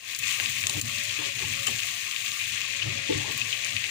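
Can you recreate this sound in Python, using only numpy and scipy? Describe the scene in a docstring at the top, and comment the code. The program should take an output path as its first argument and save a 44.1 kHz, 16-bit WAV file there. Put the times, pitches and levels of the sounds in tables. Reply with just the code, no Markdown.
"""In a small kitchen, dough rounds fry in hot oil in a steel pan, heard from close above.
Thousands of tiny steam bubbles burst each second as clumped filtered clicks; larger ones ring, a few spit.
A slotted spoon taps the pan with scraped noise and ringing steel, stirs up gurgles and turns one round.
Dull bumps, a rocking pan, an uneven rumble and a faint hum lie below, made of narrow noise and sines."""
import sys
import numpy as np
from scipy import signal
from scipy.fft import rfft, irfft
from scipy.io import wavfile

SR = 44100
rng = np.random.default_rng(int(sys.argv[2]) if len(sys.argv) > 2 else 0)


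def store_pcm(level_fs):
    """Save levels as 16-bit WAV."""
    pcm = np.round(np.clip(level_fs, -1, 1) * 32767).astype(np.int16)
    wavfile.write(sys.argv[1], SR, np.atleast_2d(pcm).T)


N = 171990  # length in samples
T = np.arange(N) / SR  # time in seconds


def from_db(db):
    """Decibels to gain."""
    return 10 ** (np.asarray(db) / 20)


def rms_one(x):
    """Scale to an rms of one."""
    return x / np.sqrt(np.mean(x ** 2) + 1e-20)


def curve(rows):
    """Join (seconds, value) points by straight lines."""
    return np.interp(T, *np.transpose(rows))


def drift(rate):
    """Slow chance with a spread of one: noise through two equal low-passes at rate Hz."""
    step = 40  # samples between slow values
    pole = np.exp(-2 * np.pi * rate * step / SR)
    noise = rng.standard_normal(N // step + 2002)
    slow = signal.lfilter([1], [1, -2 * pole, pole * pole], noise)[2000:]  # skip the filter's start
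    return np.interp(np.arange(N) / step, np.arange(len(slow)), rms_one(slow))


def resonate(x, hz, width):
    """One resonance, width in Hz, with a gain of one on top."""
    b, a = signal.iirpeak(min(hz, SR / 2 - 1), hz / min(width, SR / 4), fs=SR)
    return signal.lfilter(b, a, x + 1e-18)


def resonate_twice(x, hz, q):
    """Two equal resonances in a row give steeper sides."""
    return resonate(resonate(x, hz, hz / q), hz, hz / q)


def resonant_noise(resonances):
    """Noise through a set of steep-sided resonances, rms one."""
    total = 0
    for hz, width, db in resonances:
        narrow = resonate(rng.standard_normal(N), hz, width)
        total = total + from_db(db) * rms_one(resonate(narrow, hz, 4 * width))
    return rms_one(total)


def clicks(per_s, spread_db):
    """Random clicks of either sign, many small and few large."""
    chance, size, sign = rng.random(N), rng.exponential(1, N), rng.choice([-1, 1], N)
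    return (chance < per_s / SR) * sign * from_db(spread_db * np.minimum(size, 6))


def ringing(per_s, spread_db, cycles, hz):
    """Bubbles of one pitch, each dying by 60 dB over some cycles."""
    return resonate(clicks(per_s, spread_db), hz, np.log(1000) / np.pi * hz / cycles)


def click_at(s):
    """A single unit click."""
    return 1. * (np.arange(N) == int(s * SR))


def dying(s, t60):
    """An envelope that starts at s and falls 60 dB in t60 seconds."""
    return (T >= s) * np.exp(-np.log(1000) * np.clip((T - s) / t60, 0, 10))


def swell(s, length):
    """An envelope that peaks after half its length and fades."""
    u = np.clip(2 * (T - s) / length, 0, 20)
    return u * np.exp(1 - u)


def struck(s, modes):
    """Modes set ringing by a blow at s, each a dying sine."""
    return sum(from_db(db) * np.sin(2 * np.pi * hz * (T - s)) * dying(s, t60) for hz, db, t60 in modes)


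def colour(x, points):
    """A causal, minimum-phase filter with the given (Hz, dB) response."""
    size = 4096
    hz, db = np.transpose(points)
    log_bins = np.log(np.arange(size // 2 + 1) * SR / size + 1)
    cepstrum = irfft(np.log(from_db(np.interp(log_bins, np.log(hz), db))))
    # fold the cepstrum to make the response causal
    cepstrum[1:size // 2] *= 2
    cepstrum[size // 2 + 1:] = 0
    return signal.fftconvolve(x, irfft(np.exp(rfft(cepstrum))))[:N]


PATCH_DB, PATCHES_PER_S, PATCH_MEAN_DB = 6, 6, -1.5


def patchy(x, count=9):
    """Narrow bands of the lower middle swell and sink, each on its own."""
    edges, out = np.geomspace(260, 1450, count + 2), x
    hz, spectrum = np.arange(N // 2 + 1) * SR / N, rfft(x)
    for k in range(count):
        band = irfft(spectrum * np.interp(hz, edges[k:k + 3], [0, 1, 0]), N)
        gain = from_db(PATCH_MEAN_DB + PATCH_DB * np.minimum(drift(PATCHES_PER_S), 1))
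        out = out + band * (gain - 1)
    return out


ROOM_T60_S, NEAR_T60_S, NEAR_DB = 0.16, 0.045, 16


def kitchen(x):
    """Quick reflections from the pan wall and stove, then the tail of the room, as dying noise."""
    t = T[:SR // 3]
    tail = (t > .004) * from_db(-60 * t / ROOM_T60_S)
    near = from_db(NEAR_DB) * (t > .0005) * from_db(-60 * t / NEAR_T60_S)
    echo = rng.standard_normal(len(t)) * (tail + near)
    return signal.fftconvolve(x, echo / np.sqrt(np.sum(echo ** 2)))[:N]


ROOM_LEFT_DB, ROOM_RIGHT_DB, RIGHT_DIRECT_DB = -6.5, 2.5, -4


def from_spot(x, offset_s):
    """One place in the pan reaches each port with its own delay and reflections."""
    direct = np.roll(x, int(offset_s * SR))
    left = x + from_db(ROOM_LEFT_DB) * kitchen(x)
    right = from_db(RIGHT_DIRECT_DB) * direct + from_db(ROOM_RIGHT_DB) * kitchen(x)
    return np.array([left, right])


# Vigour of the frying. 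Each row: time in seconds, relative level in dB.
VIGOUR = [(0, -14), (.1, -4), (.21, -3.5), (.24, 1.5), (.62, -1), (.76, -0.5), (.88, 0), (1.0, 0.5),
          (1.28, 1), (1.33, -2.5), (1.4, 1), (1.62, 0), (1.7, -0.5), (2.0, -1.5), (2.4, -1), (2.8, 0),
          (3.2, 0.5), (3.9, -1)]


def vigour_db():
    """How hard the oil fries from moment to moment."""
    return curve(VIGOUR)


# Brief dips in level. Each row: start in seconds, depth in dB, length in seconds.
DIPS = [(0.16, 4.5, 0.02), (0.661, 5, 0.019), (0.8, 11, 0.028), (1.65, 4.5, 0.01)]


def dips():
    """The level of the frying and the low layers dips briefly."""
    return from_db(-sum(db * swell(s, length) for s, db, length in DIPS))


# The spoon stirs the oil. Each row: time in seconds, gurgle level in dB.
STIR = [(0, -81), (.38, -79), (.395, -43.5), (.57, -68), (.66, -48), (.78, -48), (.85, -69), (1.15, -59),
        (1.27, -44), (1.34, -66), (1.43, -42.5), (1.56, -69), (1.665, -66), (1.68, -41), (1.71, -50),
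        (1.85, -74), (2.4, -76), (2.78, -61), (2.86, -45), (3.05, -56), (3.29, -40.5), (3.36, -54.5),
        (3.9, -58)]
GURGLES_PER_S, GURGLE_SPREAD_DB, GURGLE_CYCLES = 700, 3.5, 18
GURGLE_TILT_DB = -7  # per octave upwards


def gurgle(count=16):
    """Big, low bubbles ring where the spoon moves the oil."""
    total = 0
    for hz in np.geomspace(380, 1700, count):
        rings = rms_one(ringing(GURGLES_PER_S / count, GURGLE_SPREAD_DB, GURGLE_CYCLES, hz))
        total = total + from_db(GURGLE_TILT_DB * np.log2(hz / 1000)) * rings
    return from_db(curve(STIR)) * rms_one(total)


# Faint ring of the pan under the frying. Each row: pitch in Hz, width in Hz, relative level in dB.
PAN_RING = [(497, 45, -5.5), (704, 34, -6), (1075.6, 18, -1), (1173, 19, -2)]
PAN_RING_DB, FLOOR_DB, FLOOR_HZ = -56, -58, 506


def murmur():
    """Gurgling oil, the faint ring of the pan and the dull floor of the kitchen, as patchy noise."""
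    floor = rms_one(resonate(rng.standard_normal(N), FLOOR_HZ / 2, FLOOR_HZ))
    steady = from_db(PAN_RING_DB) * resonant_noise(PAN_RING) + from_db(FLOOR_DB) * floor
    return patchy(gurgle() + from_db(vigour_db() / 2) * steady)  # follows half the vigour in dB


# Low rumble. Each row: time in seconds, level in dB.
RUMBLE = [(0, -66), (.13, -63), (.22, -45.5), (.36, -52.5), (.48, -41.5), (.72, -47), (.83, -35), (.9, -44),
          (1.1, -52), (1.55, -45.5), (1.9, -49), (2.1, -58.5), (2.5, -53), (2.7, -53.5), (3.0, -42),
          (3.08, -51), (3.38, -42), (3.58, -56), (3.76, -44.5), (3.9, -55)]
# Resonances of the rumble. Each row: pitch in Hz, width in Hz, relative level in dB.
RUMBLE_TONES = [(107.4, 16.6, -2), (130.5, 19, -10.5), (234.3, 35, -11)]
RUMBLE_FLUTTER_DB, FLUTTERS_PER_S = 2.5, 11.6


def rumble():
    """Narrow bands of low noise with a fluttering level."""
    level_db = curve(RUMBLE) + RUMBLE_FLUTTER_DB * drift(FLUTTERS_PER_S)
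    return from_db(level_db) * resonant_noise(RUMBLE_TONES)


# A faint hum comes and goes. Each row: start in seconds, length in seconds, pitch in Hz, level in dB.
HUMS = [(.55, 0.35, 586, -47.5), (.84, 0.307, 594, -45), (1.195, 0.14, 570, -40), (1.51, 0.24, 565, -43.5),
        (2.632, 0.67, 561.6, -44.5), (3.59, 0.21, 584, -45.5)]
HUM_WAVER_HZ, HUM_FLUTTER_DB = 4, 2


def hum():
    """A faint sine, wavering in pitch and level, fades in and out."""
    waver = HUM_WAVER_HZ * drift(FLUTTERS_PER_S)
    flutter = from_db(HUM_FLUTTER_DB * drift(FLUTTERS_PER_S))
    total = 0
    for s, length, hz, db in HUMS:
        fade = np.sqrt(np.sin(np.pi * np.clip((T - s) / length, 0, 1)) + 1e-12)
        total = total + from_db(db) * fade * np.sin(2 * np.pi * np.cumsum(hz + waver) / SR)
    return flutter * total


# The round is pushed and turned. Each row: start in seconds, low boom in dB, knock in dB, length in seconds.
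BUMPS = [(0.373, -75, -52, 0.022), (0.766, -53, -41.5, 0.052), (1.416, -40, -45.5, 0.078),
         (1.67, -49, -41, 0.035), (2.832, -35.5, -41.5, 0.082), (3.25, -42.5, -41.5, 0.068)]
# Resonances of the boom. Each row: pitch in Hz, width in Hz, relative level in dB.
BOOM = [(67, 30, -14), (105.7, 15, 1), (129.4, 35, -0.5)]
# Resonances of the knock. Each row: pitch in Hz, width in Hz, relative level in dB.
KNOCK = [(240, 18, -8.5), (311, 24, -7), (362, 54, -18.5), (460, 49, -7), (868, 25, -32)]


def bumps():
    """Dull bumps: short swells of resonant noise, a low boom under a higher knock."""
    boom = sum(from_db(db) * swell(s, length) for s, db, _, length in BUMPS)
    knock = sum(from_db(db) * swell(s, length) for s, _, db, length in BUMPS)
    return boom * resonant_noise(BOOM) + knock * resonant_noise(KNOCK)


# The pan rocks on its stand. Each row: start in seconds, level in dB, pitch in Hz.
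THUMPS = [(.748, -37.5, 240), (.768, -29.5, 99), (1.183, -36.5, 304), (3.092, -19.5, 450),
          (3.11, -23.5, 270), (3.152, -24.5, 142)]
# Ring of the pan on its stand. Each row: pitch in Hz, relative level in dB, 60 dB decay in seconds.
STAND = [(106, 4.5, 0.16), (132, -4.5, 0.32), (264, -12, .25), (305, 3.5, 0.27), (383, -2.5, 0.18),
         (434, 3, 0.12), (492, 2, .14), (875, -11.5, 0.17)]
THUMP_RISE_S, THUMP_FOCUS_DB = 0.0084, 5.5  # a soft blow builds up; loss one octave from its pitch


def thumps():
    """The pan rocks on its stand; each soft blow wakes mostly the modes near its own pitch."""
    out = 0
    for s, level_db, pitch in THUMPS:
        modes = [(hz, db - THUMP_FOCUS_DB * np.log2(hz / pitch) ** 2, t60) for hz, db, t60 in STAND]
        rise = np.clip((T - s) / THUMP_RISE_S, 0, 1)
        out = out + from_db(level_db) * rise * struck(s, modes)
    return out


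# The spoon touches the pan. Each row: start in seconds, scrape in dB, scrape pitch in Hz, ring in dB.
TAPS = [(0.6692, 2.5, 7160, -31), (0.696, 1, 7100, -28), (0.8122, -11, 12700, -32), (.814, 1, 12600, -42),
        (1.6681, 1, 11900, -36), (1.6696, -5, 5400, -14.5)]
# Ring of spoon and pan. Each row: pitch in Hz, relative level in dB, 60 dB decay in seconds.
STEEL = [(770, 11, 0.084), (1115, -6.5, 0.14), (1210, 1, 0.046), (1765, -2.5, 0.065), (3072, 2, 0.049),
         (3100, -20, .044), (4060, -7, 0.1), (4700, -13, 0.055), (7230, 2, 0.067)]
SCRAPE_T60_S, SCRAPE_Q = 0.008, 1.6


def spoon():
    """Each touch is a tiny scrape of noise and a ring of steel, damped by the oil."""
    out = 0
    for s, scrape_db, hz, ring_db in TAPS:
        scrape = rms_one(resonate(rng.standard_normal(N), hz, hz / SCRAPE_Q)) * dying(s, SCRAPE_T60_S)
        out = out + from_db(scrape_db) * scrape + from_db(ring_db) * struck(s, STEEL)
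    return out


# Flurries of larger bubbles. Each row: start in seconds, level in dB, pitch in Hz.
FLURRIES = [(.233, -14.5, 2420), (.398, -24, 2190), (.628, -21, 2480), (1.163, -20, 2460),
            (1.726, -18.5, 2480), (1.831, -23, 2400), (2.413, -19.5, 2480), (2.709, -17.5, 2540),
            (2.819, -12, 2780), (2.902, -24, 2750), (2.99, -20, 2270), (3.414, -14, 2560),
            (3.528, -13, 2920), (3.652, -16, 2170), (3.758, -15.5, 2360), (3.7678, -20, 2660),
            (3.855, -28, 2630)]
FLURRY_S, FLURRY_T60_S = 0.014, 0.029
FLURRY_OCTAVES, FLURRY_LOSS_DB = 0.21, 14  # detuning either way; fading over the whole run


def flurries(count=6):
    """A pocket of steam escapes as a quick run of ringing bubbles of similar pitch."""
    out, t = np.zeros(N + SR), T[:SR // 20]
    decay = np.exp(-np.log(1000) * t / FLURRY_T60_S)
    for s, db, hz in FLURRIES:
        for k, (late, detune) in enumerate(rng.random((count, 2))):
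            share = (k + late * (k > 0)) / count  # the first bubble is on time
            pitch = hz * 2 ** (FLURRY_OCTAVES * (2 * detune - 1))
            ring = np.sin(2 * np.pi * pitch * t) * decay
            i = int((s + share * FLURRY_S) * SR)
            out[i:i + len(t)] += from_db(db - FLURRY_LOSS_DB * share) * ring
    return out[:N]


POP_DB, POPS_PER_S, POP_SPREAD_DB, POP_CYCLES = -29, 100, 1.55, 4.6


def pops(count=12):
    """Lone, larger bubbles pop out of the sizzle, ringing for a few cycles at spread pitches."""
    rings = 0
    for hz in np.geomspace(1900, 5500, count):
        # the root evens out the energy across pitches
        rings = rings + ringing(POPS_PER_S / count, POP_SPREAD_DB, POP_CYCLES, hz) / np.sqrt(hz)
    return from_db(POP_DB) * rms_one(rings)


# Loud spits. Each row: start in seconds, relative level in dB, pitch in Hz.
SPITS = [(0.1488, -4.5, 5450), (0.163, -1, 12900), (0.1894, 4, 13900), (0.294, -14, 2400),
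         (0.3265, 2, 10600), (0.3999, -6.5, 1990), (0.4596, -7, 3230), (0.552, -7, 10200),
         (0.6011, -10, 14000), (0.639, -9, 2340), (0.7259, -16, 13700), (0.8143, -15, 4240),
         (1.0359, 0, 11500), (1.258, -10, 3300), (1.7625, -15, 2680), (1.787, -9, 6000),
         (1.8025, -10, 3020), (1.8335, -12, 2500), (2.113, -16, 2600), (2.163, -10.5, 3000),
         (2.262, -8.5, 3230), (2.318, -9, 3780), (2.8235, -9.5, 2700), (3.3205, -2.5, 14100),
         (3.377, 3, 13700), (3.4164, -12, 2630), (3.5284, -10, 2930), (3.6475, -0.5, 6900),
         (3.6926, -11, 5140), (3.7663, -6.5, 2850), (3.8412, -9.5, 2750)]
SPIT_DB, SPIT_Q, CRACK_DB = 5.5, 0.97, -13


def spits():
    """Single droplets of water explode with a sharp crack and a pitched snap."""
    out = 0
    for s, db, hz in SPITS:
        crack = click_at(s)
        snap = resonate_twice(crack, hz, SPIT_Q)
        out = out + from_db(db + SPIT_DB) * (snap / np.abs(snap).max() + from_db(CRACK_DB) * crack)
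    return out


SPOTS, PAN_SPREAD_S = 4, .00012  # frying spots; largest delay offset between the ports
BUBBLE_DB, BUBBLES_PER_S, BUBBLE_SPREAD_DB, BUBBLE_CYCLES = -29.5, 700, 2.5, 20.6


def bubbles(surge_db, count=5):
    """Larger bubbles of one spot ring briefly at a handful of pitches."""
    pitches = np.geomspace(2000, 3400, count) * rng.uniform(0.885, 1.058, count)
    per_s = BUBBLES_PER_S / count / SPOTS
    rings = sum(ringing(per_s, BUBBLE_SPREAD_DB, BUBBLE_CYCLES, hz) for hz in pitches)
    return from_db(BUBBLE_DB) * rms_one(rings * from_db(surge_db))


# The finest, highest fizz, thinner while the round is out of the oil.
# Each row: time in seconds, relative level in dB.
FIZZ = [(0, 2), (.8, 4.5), (1.2, -3.5), (1.6, 2.5), (2.4, 2), (2.65, -4.5), (3.05, -10), (3.4, -2),
        (3.9, -3.5)]
FIZZ_FROM_HZ, FIZZ_FULL_HZ = 3200, 13700
SIZZLE_DB, BURSTS_PER_S, SIZE_SPREAD_DB, BURST_Q = -22, 9000, 3, 1.35
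CLUMP_DB, CLUMPS_PER_S, HISS_DB = 2.5, 77, -25


def sizzle(surge_db, count=8):
    """Tiny bursts of a cycle or two, arriving in clumps, on a smooth hiss of steam."""
    out, fizz_db, clump_db = 0, curve(FIZZ), CLUMP_DB * drift(CLUMPS_PER_S)
    for hz in np.geomspace(1200, 15000, count):
        # how fully this band follows the fizz
        fine = np.clip(np.log(hz / FIZZ_FROM_HZ) / np.log(FIZZ_FULL_HZ / FIZZ_FROM_HZ), 0, 1) ** 2
        bursts = clicks(BURSTS_PER_S / count / SPOTS, SIZE_SPREAD_DB)
        bursts = rms_one(bursts * from_db(surge_db + clump_db))
        drive = from_db(SIZZLE_DB) * bursts + from_db(HISS_DB) * rng.standard_normal(N)
        out = out + from_db(fine * fizz_db) * resonate_twice(drive, hz, BURST_Q)
    return out


SURGE_DB, SURGES_PER_S = 0.93, 4.5


def frying(level):
    """Spots across the pan sizzle and bubble, surging together."""
    surge_db = SURGE_DB * drift(SURGES_PER_S)
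    total = 0
    for place in np.linspace(-1, 1, SPOTS):
        spot = level / np.sqrt(SPOTS) * (sizzle(surge_db) + bubbles(surge_db))
        total = total + from_spot(spot, place * PAN_SPREAD_S)
    return total


# Colour of the left microphone port. Each row: frequency in Hz, gain in dB.
LEFT_PORT = [(300, -35), (900, -31.5), (1150, -13.5), (1380, -20.5), (1700, -8.5), (2100, -4), (2500, -0.5),
             (3100, -5.5), (4000, -6), (5200, -12.5), (6000, -9), (6500, -7), (7300, -8.5), (8100, -14.5),
             (10000, -21), (12000, -32.5), (13800, -21), (14800, -18), (15400, -12)]
# Colour of the right microphone port. Each row: frequency in Hz, gain in dB.
RIGHT_PORT = [(300, -31.5), (900, -35), (1150, -18.5), (1700, -20.5), (2700, -28), (3500, -22.5),
              (6500, -23), (8000, -25), (9000, -23), (10000, -21), (11500, -26.5), (13700, -47),
              (14800, -20), (15400, -25)]
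RIGHT_LEAD_S, RIGHT_LOW_DB, MURMUR_WIDTH = .00105, -3.5, 0.61


def scene():
    """Several frying spots reach two differently coloured ports, the right one a little earlier."""
    dip = dips()
    level = dip * from_db(vigour_db())
    single = spits() + spoon() + flurries() + level / np.sqrt(SPOTS) * pops()
    pan = patchy(frying(level)) + from_spot(single, 0)
    low = dip * (bumps() + rumble() + hum() + thumps() + murmur())
    spread = dip * MURMUR_WIDTH * murmur()  # opposite sign in the two ports widens the murmur
    left = colour(pan[0], LEFT_PORT) + low + spread
    right = colour(pan[1], RIGHT_PORT) + from_db(RIGHT_LOW_DB) * (low - spread)
    lead = int(RIGHT_LEAD_S * SR)
    return np.array([left, np.pad(right[lead:], (0, lead))])


LOW_CUT_HZ, CUTOFF_HZ = 15, 15500


def record(dry):
    """The deep bass is rolled off and the top is cut steeply."""
    thin = signal.sosfilt(signal.butter(2, LOW_CUT_HZ, "high", fs=SR, output="sos"), dry)
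    return signal.sosfilt(signal.ellip(12, .2, 70, CUTOFF_HZ, fs=SR, output="sos"), thin)


dry = scene()
out = record(dry)
store_pcm(out)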